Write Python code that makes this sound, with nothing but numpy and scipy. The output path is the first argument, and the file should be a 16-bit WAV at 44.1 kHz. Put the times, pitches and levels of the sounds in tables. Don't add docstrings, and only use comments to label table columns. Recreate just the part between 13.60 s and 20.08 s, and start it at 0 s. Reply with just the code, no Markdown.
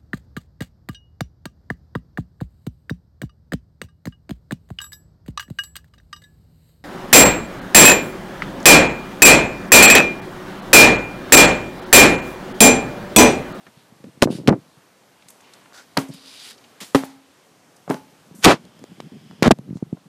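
import sys
import numpy as np
from scipy import signal
from scipy.io import wavfile
from scipy.ndimage import uniform_filter1d

SR = 44100
rng = np.random.default_rng(int(sys.argv[2]) if len(sys.argv) > 2 else 0)


def decibels_to_gain(level_db):
    exponent = np.asarray(level_db, float) / 20
    return 10 ** exponent


def output_pcm(signal):
    pcm = np.clip(np.atleast_2d(signal).T, -1, 1) * 32767
    wavfile.write(sys.argv[1], SR, np.round(pcm).astype(np.int16))


N = 285755


def band(x, lo_hz, hi_hz, order=2):
    return signal.sosfilt(signal.butter(order, [lo_hz, min(hi_hz, .45 * SR)], "band", fs=SR, output="sos"), x)


def unit(x):
    return x / np.sqrt(np.mean(x ** 2))


def walk(rate, size):
    hold = int(SR / rate)
    steps = np.repeat(rng.standard_normal(size // hold + 1), hold)
    return 1.2 * uniform_filter1d(steps, hold)[:size]


def fade(ms, held_ms, t60_ms):
    return decibels_to_gain(-60 * np.maximum(ms - held_ms, 0) / max(t60_ms, 1))


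def add(out, x, s):
    i = int(s * SR)
    out[i:i + len(x)] += x[:N - i]


def colour(spectrum, hz):
    f, db = np.transpose(spectrum)
    return np.interp(np.log(hz), np.log(f), db) + 10 * np.log10(hz / 1000)


LOW_CUT_HZ = 143


def low_cut(x):
    steep = signal.sosfilt(signal.butter(5, LOW_CUT_HZ, "high", fs=SR, output="sos"), x)
    return steep + decibels_to_gain(-31.5) * band(x, 29, 160, order=1)


EDGE_DB, EDGE_DB_PER_MS = -5, -12.5
EDGE_NARROW, EDGE_AT = 2.3, 2.47


def contact(ms, contact_ms):
    u = ms / contact_ms
    swell = np.exp(-.5 * (u - 3) ** 2)
    edge = np.exp(-.5 * (EDGE_NARROW * (u - EDGE_AT)) ** 2)
    return swell + decibels_to_gain(EDGE_DB + EDGE_DB_PER_MS * contact_ms) * edge


# pitch in Hz, level in dB per Hz
HUSH = [(35, -53), (60, -18), (268, -4), (330, -10.5), (469, 1.5), (515, -8), (841, -9.5), (1010, -10),
        (1410, -12.5), (1860, -15.5), (3930, -18.5), (13900, -24), (16000, -29)]
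# time in seconds, level in dB
BREEZE = [(0.0, -50), (0.68, -50.5), (1.21, -50.5), (1.57, -50.5), (2.0, -47.5), (2.2, -49), (2.99, -47.5),
          (3.68, -50.5), (4.87, -49.5), (5.85, -52), (6.03, -53.5), (6.48, -54)]
# pitch in Hz, width in Hz, level in dB
HAND_CAVITY = [
    (3200, 450, 1),
    (2500, 1850, 2),
    (5000, 700, -3),
]
# start in seconds, end in seconds
HAND_S = (4.95, 5.82)
# time in seconds, level in dB
GRIP = [(0.0, -63), (0.56, -54), (0.79, -43), (0.97, -48), (1.21, -73), (1.57, -59), (2.0, -85.5),
        (2.2, -63), (2.51, -54), (2.62, -69), (3.39, -61), (3.52, -52.5), (3.68, -71.5), (4.48, -50),
        (4.87, -51), (5.14, -48.5), (6.03, -42.5), (6.4, -55)]
PORCH_DB, PORCH_T60_S = -21, 0.4


def outdoors():
    t = np.arange(N) / SR
    wash = np.zeros(N)
    for s, seat_db, *_ in BLOWS:
        wash += (t > s) * decibels_to_gain(seat_db + PORCH_DB - 60 * abs(t - s) / PORCH_T60_S)
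    hush = np.zeros(N)
    for hz in 90 * 2 ** np.arange(0, 7.6, .5):
        noise = unit(band(rng.standard_normal(N), hz / 1.19, hz * 1.19))
        hush += decibels_to_gain(colour(HUSH, hz) + 1.0 * walk(11, N)) * noise
    cupped = np.interp(t, [HAND_S[0], HAND_S[0] + 0.071, HAND_S[1], HAND_S[1] + .03], [0, 0.6, 1.37, 0])
    cavity = np.zeros(N)
    for hz, width, db in HAND_CAVITY:
        cavity += decibels_to_gain(db) * unit(band(rng.standard_normal(N), hz - width / 2, hz + width / 2))
    level = np.hypot(decibels_to_gain(np.interp(t, *np.transpose(BREEZE)) - 5.5), wash)
    air = level * (unit(hush) + cupped * decibels_to_gain(-10.5) * cavity)
    patter = (rng.random(N) < 600 / SR) * rng.standard_normal(N) * decibels_to_gain(4.0 * walk(28, N))
    rumble = unit(low_cut(band(patter, 40, 160)))
    return air + decibels_to_gain(np.interp(t, *np.transpose(GRIP)) - 5.0) * rumble


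# time in seconds, level in dB, contrast of its colour (1 = full)
RUBS = [
    [(0.69, -70, 0.65), (0.712, -41, 1.0), (0.77, -43.5, 0.85), (0.84, -68, 1.0)],
    [(2.13, -24, 0.82), (2.136, -54, 0.85), (2.144, -45, 0.83), (2.198, -45, 0.72), (2.25, -63, 0.62)],
    [(2.5, -45.5, 0.65), (2.57, -48.5, 0.99), (2.638, -49, 1.0), (2.74, -44, 0.7), (2.79, -44.5, 0.95),
     (2.854, -40, 0.92), (2.915, -43.5, 0.29), (2.964, -62, 0.78), (2.98, -53, 0.94)],
]
# pitch in Hz, level in dB per Hz
WEAVES = [
    [(710, -45), (1200, -21), (1480, -1), (2570, -3), (2770, 5), (4500, 5.5), (6440, -9), (9620, -1),
     (15000, -28)],
    [(350, -44), (600, -29), (734, -6), (923, -20), (1480, -3), (1910, -15), (5840, -11.5), (13800, -26),
     (15000, -22)],
    [(410, -37), (700, -18), (1380, -8), (2250, -1.5), (4100, 7), (5400, 3.5), (6500, -14), (8600, 2),
     (11000, -7), (15000, -33)],
]
FLICKER_DB = 1.8


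def cloth():
    out, bands = np.zeros(N), 600 * 2 ** np.arange(0, 4.7, 1 / 3)
    for stroke, weave in zip(RUBS, WEAVES):
        s, db, contrast = np.transpose(stroke)
        contrast = contrast + 0.05 * np.minimum(max(db) - db, 12)
        t = np.arange(s[0], s[-1], 1 / SR)
        shade_db = colour(weave, bands) - colour(weave, bands).max()
        ticks = decibels_to_gain(1.4 * walk(500, len(t)))
        fibres = np.zeros(len(t))
        for hz, shade in zip(bands, shade_db):
            slips = band(ticks * rng.standard_normal(len(t)), hz / 1.096, hz * 1.07, order=1)
            level_db = shade * np.interp(t, s, contrast) + FLICKER_DB * walk(27.8, len(t))
            fibres += decibels_to_gain(level_db) * unit(slips)
        ends = signal.windows.tukey(len(t), .15)
        add(out, decibels_to_gain(np.interp(t, s, db)) * ends * unit(fibres), s[0])
    return out


# start in seconds, then taut seat, leg tubes, back tube and arm tube in dB
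BLOWS = [
    (2.378, -17, -31, -55.5, -57),
    (3.349, -8, -27, -34, -31.5),
    (4.2992, -16, -39, -48, -31),
]
# pitch in Hz, level in dB, time to fall 60 dB in seconds
CHAIR = [
    [(274, -0.5, .15), (412.6, -5, 0.071), (537, -30, 0.02)],
    [(270, 0, .62), (281, -6, .3), (225, -10, .3)],
    [(803, -2.5, 0.5), (1141, -6, 0.18)],
    [(862, -3, 0.4), (398, 4, .18), (470, 0, .2)],
]
WOBBLE_DB = 1.8


def chair():
    out, t = np.zeros(N), np.arange(SR // 2) / SR
    for s, *part_db in BLOWS:
        ring = np.zeros(len(t))
        for db, part in zip(part_db, CHAIR):
            for hz, tone_db, t60 in part:
                wobble = WOBBLE_DB * walk(38, len(t)) * np.minimum(t / 0.061, 1)
                ring += decibels_to_gain(db + tone_db - 60 * t / t60 + wobble) * np.sin(2 * np.pi * hz * t)
        add(out, ring, s)
    return low_cut(out)


# start in seconds, rms level in dB, centre in Hz
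TICKS = [(0.619, -24, 4000), (0.623, 0.5, 4994), (0.632, -11, 5000), (0.636, -19, 5070),
         (0.875, -15.5, 2500), (0.8805, -19.5, 4000), (0.8923, -14.5, 2270), (0.923, -44.5, 5010),
         (.926, -49, 1700), (0.66, -44, 1500), (.939, -51, 1383), (2.1245, -41.5, 1273), (2.3738, -9, 4570),
         (2.672, -43, 4050), (3.355, -21, 2500), (4.276, -61, 1500), (4.301, -26, 7300),
         (3.304, -40.5, 8500), (4.309, -46, 5000), (4.343, -35.5, 3474), (4.663, -49, 11000),
         (5.052, -51.5, 6500), (5.192, -44, 6000), (5.24, -39.5, 7130), (5.448, -52, 2930),
         (5.711, -38, 780), (5.878, -20.5, 4000), (5.987, -48.5, 6000), (6.171, -47, 3480),
         (1.6852, -44, 6060), (1.687, -46, 1800), (1.806, -40.5, 1500), (1.936, -41, 5000),
         (.175, -47, 1600), (2.799, -48, 4500), (5.89, -42, 5000)]
TICK_HELD_MS, TICK_T60_MS, CONTACT_RISE_MS = .8, 6, 1.2
# start in seconds, rms level in dB, time to fall 60 dB in ms, centre in Hz
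CLICKS = [(.066, -44.5, 67, 1620), (.067, -49.5, 100, 640), (5.882, -52.5, 70, 4000),
          (0.441, -51, 6.2, 1193), (0.884, -20.5, 36, 1980), (1.623, -50.5, 20, 2960),
          (1.685, -44, 27, 8100), (1.702, -43, 37, 10800), (1.807, -52, 16, 7460), (1.936, -47.5, 46, 6940),
          (2.057, -46.5, 13, 1300), (2.485, -50.5, 140, 8550), (2.98, -51, 26, 4300), (2.37, -21, 80, 1530),
          (2.537, -44.5, 67, 10100), (3.041, -48, 31, 3000), (3.3478, -16.5, 44, 6070),
          (3.442, -40.5, 110, 11900), (4.162, -50, 36, 8100), (5.401, -40.5, 20, 2580),
          (5.825, -12, 15, 4460), (5.882, -30.5, 40, 850), (6.099, -57, 22, 2040), (6.37, -54.5, 25, 891)]
CLICK_HELD_MS = 3.7
# start in seconds, rms level in dB, held in ms,
# time to fall 60 dB in ms, centre in Hz
SCRAPES = [(.624, -26, 18, 38, 5640), (.902, -45, 33, 60, 1107), (3.2036, -39, 31, 72, 3560),
           (3.204, -37.5, 6.7, 400, 9000), (4.749, -51.5, 82, 50, 9900), (4.855, -20.5, 7, 120, 5050),
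           (4.858, -12, 58, 97.5, 1420), (4.872, -33.5, 42, 64, 5980), (5.832, -22, 51, 4.4, 1612),
           (5.9085, -14, 10.1, 8, 2804), (5.922, -48, 7.8, 12, 1600)]
SCRAPE_RISE = 0.055
# peak time in seconds, rms level in dB, rise in ms,
# time to fall 60 dB in ms, centre in Hz
BRUSHES = [
    (1.691, -53, 63, 350, 9050),
    (4.849, -4.5, 37.7, 30, 4615),
    (6.173, -56, 150, 68, 6110),
    (0.201, -59.5, 330, 350, 3460),
    (1.85, -57.5, 190, 900, 2560),
    (1.96, -62, 200, 650, 2600),
    (4.297, -47, 32, 30, 7000),
]
# level under the seat in dB, time to fall 60 dB in ms, centre in Hz
RATTLE = [
    (-22, 257, 850),
    (-36.5, 275, 9400),
    (-25, 180, 13000),
]
RATTLE_LAG_S = 0.0081
LOOSE_DB = (7, -2.5, -2)


def crack_rows():
    rows = [(s, db, CONTACT_RISE_MS, TICK_HELD_MS, TICK_T60_MS, hz) for s, db, hz in TICKS]
    rows += [(s, db, CONTACT_RISE_MS, CLICK_HELD_MS, t60, hz) for s, db, t60, hz in CLICKS]
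    rows += [(s, db, SCRAPE_RISE * held, held, t60, hz) for s, db, held, t60, hz in SCRAPES]
    rows += [(s, db, rise, CLICK_HELD_MS, t60, hz) for s, db, rise, t60, hz in BRUSHES]
    for (s, seat_db, *_), loose_db in zip(BLOWS, LOOSE_DB):
        for db, t60, hz in RATTLE:
            rows.append((s + RATTLE_LAG_S, seat_db + loose_db + db, CONTACT_RISE_MS, CLICK_HELD_MS, t60, hz))
    return rows


GRIT_DB, SMOOTH_MS = 4.6, 45
RING_MS = 22


def cracks():
    out, lead = np.zeros(N), SR // 16
    for s, db, rise_ms, held_ms, t60_ms, hz in crack_rows():
        noise = rng.standard_normal(SR // 3)
        uneven = walk(900, SR // 3) * min(1, SMOOTH_MS / (rise_ms + held_ms + t60_ms))
        size = min(SR // 3, lead + int((held_ms + t60_ms) * SR / 1000))
        ms = (np.arange(size) - lead) * 1000 / SR
        grit = (noise * decibels_to_gain(GRIT_DB * uneven))[:size]
        broad = band(band(grit, hz / 5.6, hz * 1.09, order=1), 83, hz * 4.0, order=1)
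        narrow = band(grit, hz / 1.6, hz * 1.31)
        faint = np.clip((-35.5 - db) / 12, 0, 1) * min(1, t60_ms / RING_MS)
        tone = (1 - faint) * unit(broad) + faint * unit(narrow)
        envelope = fade(-ms, 0, rise_ms) * fade(ms, held_ms, t60_ms)
        add(out, decibels_to_gain(db) * envelope * unit(tone), s - lead / SR)
    return out


# start in seconds, peak level in dB, contact in ms
PRESSES = [(0.6556, -8, 0.7), (0.6602, -19, 0.47), (0.673, -8, 0.39), (0.6858, -17, 0.43),
           (0.6938, -29, 0.42), (0.7495, -18.5, 0.9), (0.9084, -4.5, 0.5), (0.9228, -13, 0.54),
           (0.9324, -28, 0.35), (0.9405, -24, 0.74), (4.9052, -8, 0.34), (4.9222, -6.5, 0.29),
           (4.931, -8.5, 0.27), (4.938, -13, 0.44), (5.8584, -4.5, 0.85), (5.8677, 0.5, 0.52),
           (5.9, -26.5, 0.9), (0.8796, 3, 0.67), (4.3003, -16, 0.47), (.6267, 3.5, 0.15),
           (0.628, -0.5, 0.36), (0.6313, -2.5, 0.35), (0.6372, -2, 0.24), (0.89, -1, .12),
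           (4.3074, -6.5, 0.23), (4.3107, -8, 0.15), (6.05, -42, 0.46)]
# start in seconds, peak level in dB, contact in ms
RECOILS = [(0.6801, -19, 0.57), (0.7022, -14.5, 0.58), (0.7251, -19, 0.49), (0.785, -23, 0.54),
           (.799, -23.5, 0.57), (0.861, -24, 0.71), (0.8977, -18, 0.56), (0.906, -9.5, 0.43),
           (0.9153, -6, 0.71), (0.9358, -10.5, 0.61), (0.952, -27, 0.63), (0.9624, -24.5, 0.7),
           (5.8731, -4, 0.67), (5.8785, 3.5, 0.43), (5.9186, -4.5, 0.88), (5.928, -31, 1),
           (5.9344, -28, 0.42), (5.9891, -24, 0.97), (0.6222, 3.5, 0.35), (0.885, -5.5, 0.18),
           (0.886, 5, 0.43), (4.8619, -1, 0.64), (4.8657, 5, 0.41), (4.8683, 2, 0.41), (4.8722, 1.5, 0.36),
           (4.8747, -2, 0.32), (4.8817, -1, 0.31), (4.887, -4.5, .45), (4.8922, -5.5, 0.23),
           (5.8238, 4.5, 0.362), (6.0139, -38.5, 0.61), (6.0763, -32, 0.96), (6.1679, -28, 0.85),
           (6.343, -33.5, 0.81)]


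def thumps():
    out, ms = np.zeros(N), np.arange(SR // 25) * 1000 / SR
    for way, rows in ((-0.77, PRESSES), (0.78, RECOILS)):
        for s, db, contact_ms in rows:
            wavelet = low_cut(contact(ms, max(contact_ms, .1)))
            add(out, way * decibels_to_gain(db) * wavelet / np.max(abs(wavelet)), s)
    return out


# start in seconds, peak level in dB, held in ms,
# time to fall 60 dB in ms, contact in ms
KNOCKS = [(.441, -29, 0.11, 63, 0.515), (0.6246, -7, 5, 31, 0.2), (0.675, -19, 0.072, 64, 0.31),
          (.8748, -13.5, 4.8, 9.6, 0.25), (0.882, -11.5, 3, 40, 0.27), (2.3693, -12, 16, 26, 0.166),
          (2.379, -13.5, 0.1, 106, 0.55), (3.213, -35, 7.4, 160, 0.46), (3.348, 1, 0.094, 62, 0.162),
          (3.436, -16.5, 0.17, 3.6, 0.17), (4.295, -24, 11, 11, 0.176), (4.3007, -27, 9.9, 9.9, 0.37),
          (4.3061, -24, 7.6, 45, 0.204), (4.85, 2, 15, 14, 0.11), (4.861, -1, 41, 120, 0.27),
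          (5.824, -8, 0.19, 31, 0.25), (5.838, -8, 27, 23, 0.14), (5.859, -11, 3.7, 11, 0.25),
          (5.867, -15, 6.2, 6, 0.27), (5.877, -3.5, 1.7, 2.6, 0.16), (5.9075, 5, 7.9, 3.9, 0.28),
          (5.913, -3, 3.6, 4.6, 0.36)]
# start in seconds, peak level in dB,
# time to fall 60 dB in ms, contact in ms
SHAKES = [(0.165, -44, 34, 0.86), (0.32, -40.5, 30, 1), (0.653, -16.5, 90, 0.74), (0.689, -17.5, 102, 0.48),
          (0.729, -26.5, 240, 0.53), (0.789, -27.5, 96, 0.67), (0.813, -29, 22, 0.67),
          (0.834, -32.5, 94, 0.57), (0.865, -29, 61, 0.74), (.897, -11, 81, 0.24), (.914, -18, 34, 0.46),
          (0.9255, -9.5, 61, 0.28), (0.954, -27.5, 87, 0.523), (0.974, -32.5, 90, 0.77),
          (1.17, -45, 58, 0.93), (2.49, -27, 60, 0.63), (2.498, -24.5, 40, 0.56), (4.278, -24.5, 38, 0.24),
          (4.317, -22.5, 160, 0.2), (4.343, -20, 41, 0.33), (4.366, -37, 50, 0.16),
          (4.785, -36.5, 130, 0.97), (5.192, -43.5, 48, 0.25), (5.24, -28.5, 4.9, 0.35),
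          (5.402, -22, 5.4, 0.22), (5.934, -36, 13, 0.29), (5.988, -31.5, 9.3, 0.31),
          (6.17, -39, 7.3, 0.21), (6.37, -41, 50, 0.24)]
SHAKE_HOLD = 0.069
# start in seconds, peak level in dB, held in ms
SHIFTS = [(0.067, -45.5, 26), (.403, -47, .1), (0.466, -34, 24), (0.553, -48, .1), (0.573, -38, .1),
          (.587, -49, 4), (0.607, -40, 11), (1.06, -49.5, 23), (2.54, -37, 11), (2.618, -75, 23),
          (4.621, -57, 0.061), (4.71, -36.5, 3), (4.742, -40, 19), (4.991, -41.5, 66), (5.146, -45, 36),
          (5.213, -37.5, 26), (5.316, -35, 7.8), (5.38, -39, 9.8), (5.423, -33, 46), (5.518, -33.5, 51),
          (5.61, -42.5, 61), (5.661, -41, 0.11), (5.696, -37.5, 18), (5.734, -40, 1.16), (6.031, -38, 89),
          (6.345, -41, 7.8), (6.456, -40, 16.5)]
SHIFT_T60_MS, SHIFT_LINGER, SHIFT_CONTACT_MS = 11, .7, .75
# start in seconds, peak level in dB, contact in ms
TAPS = [
    (6.0879, -24.5, 1.0),
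    (6.1054, -21, 0.99),
    (6.1266, -22, 1),
    (6.1538, -20.5, 1.0),
    (6.2244, -15, 0.73),
    (6.3266, -15, 0.83),
]
TAP_HELD_MS, TAP_T60_MS = .1, 1


def jolt_rows():
    rows = list(KNOCKS)
    rows += [(s, db, SHAKE_HOLD * t60, t60, contact_ms) for s, db, t60, contact_ms in SHAKES]
    rows += [(s, db, held, SHIFT_T60_MS + SHIFT_LINGER * held, SHIFT_CONTACT_MS) for s, db, held in SHIFTS]
    rows += [(s, db, TAP_HELD_MS, TAP_T60_MS, contact_ms) for s, db, contact_ms in TAPS]
    return sorted(rows)


JOLT_GAP_MS = 1.3


def jolts():
    out, size = np.zeros(N), SR // 4
    rows = jolt_rows()
    chance = rng.random((len(rows), 3, 80))
    for (s, db, held_ms, t60_ms, contact_ms), (gap, strength, turn) in zip(rows, chance):
        ms = np.cumsum((JOLT_GAP_MS + 1.5 * contact_ms) * (.55 + .9 * gap))
        ms = ms - ms[0]
        swing = np.cumprod(np.where(turn < .7, -1, 1))
        rebounds = -swing * swing[0] * (.15 + .85 * strength)
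        force = np.r_[-1, rebounds[1:]] * fade(ms, held_ms, t60_ms)
        train = np.zeros(size)
        np.add.at(train, np.minimum(ms * SR / 1000, size - 1).astype(int), force)
        push_ms = np.arange(SR // 100) * 1000 / SR
        push = signal.fftconvolve(train, contact(push_ms, contact_ms))[:size]
        train[0] *= .15
        sharp = np.exp(-.5 * (2.05 * push_ms / contact_ms - 4) ** 2)
        edge = signal.fftconvolve(train * abs(train), sharp)[:size]
        jolt = low_cut(push + decibels_to_gain(0.5 - 17 * contact_ms) * edge)
        add(out, decibels_to_gain(db) * jolt / np.max(abs(jolt)), s)
    return out


def scene():
    return (outdoors() + cloth() + chair() + cracks() + thumps() + jolts())[None]


def roll_off(x):
    return signal.sosfilt(signal.butter(12, 16130, fs=SR, output="sos"), x)


TOP_HZ = 15250
OVERLOAD, HEADROOM = 2.5, 1.06


def record(dry):
    dull = signal.sosfilt(signal.butter(1, 11000, fs=SR, output="sos"), dry)
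    flat = dull / (1 + abs(dull) ** (2 * OVERLOAD)) ** (.5 / OVERLOAD)
    flat = flat + decibels_to_gain(2.5) * band(abs(dull) - abs(flat), 28, 160, order=1)
    cut = signal.sosfilt(signal.ellip(8, .2, 60, TOP_HZ, fs=SR, output="sos"), flat)
    return roll_off(np.clip(HEADROOM * cut, -1, 1))


dry = scene()
out = record(dry)
output_pcm(out)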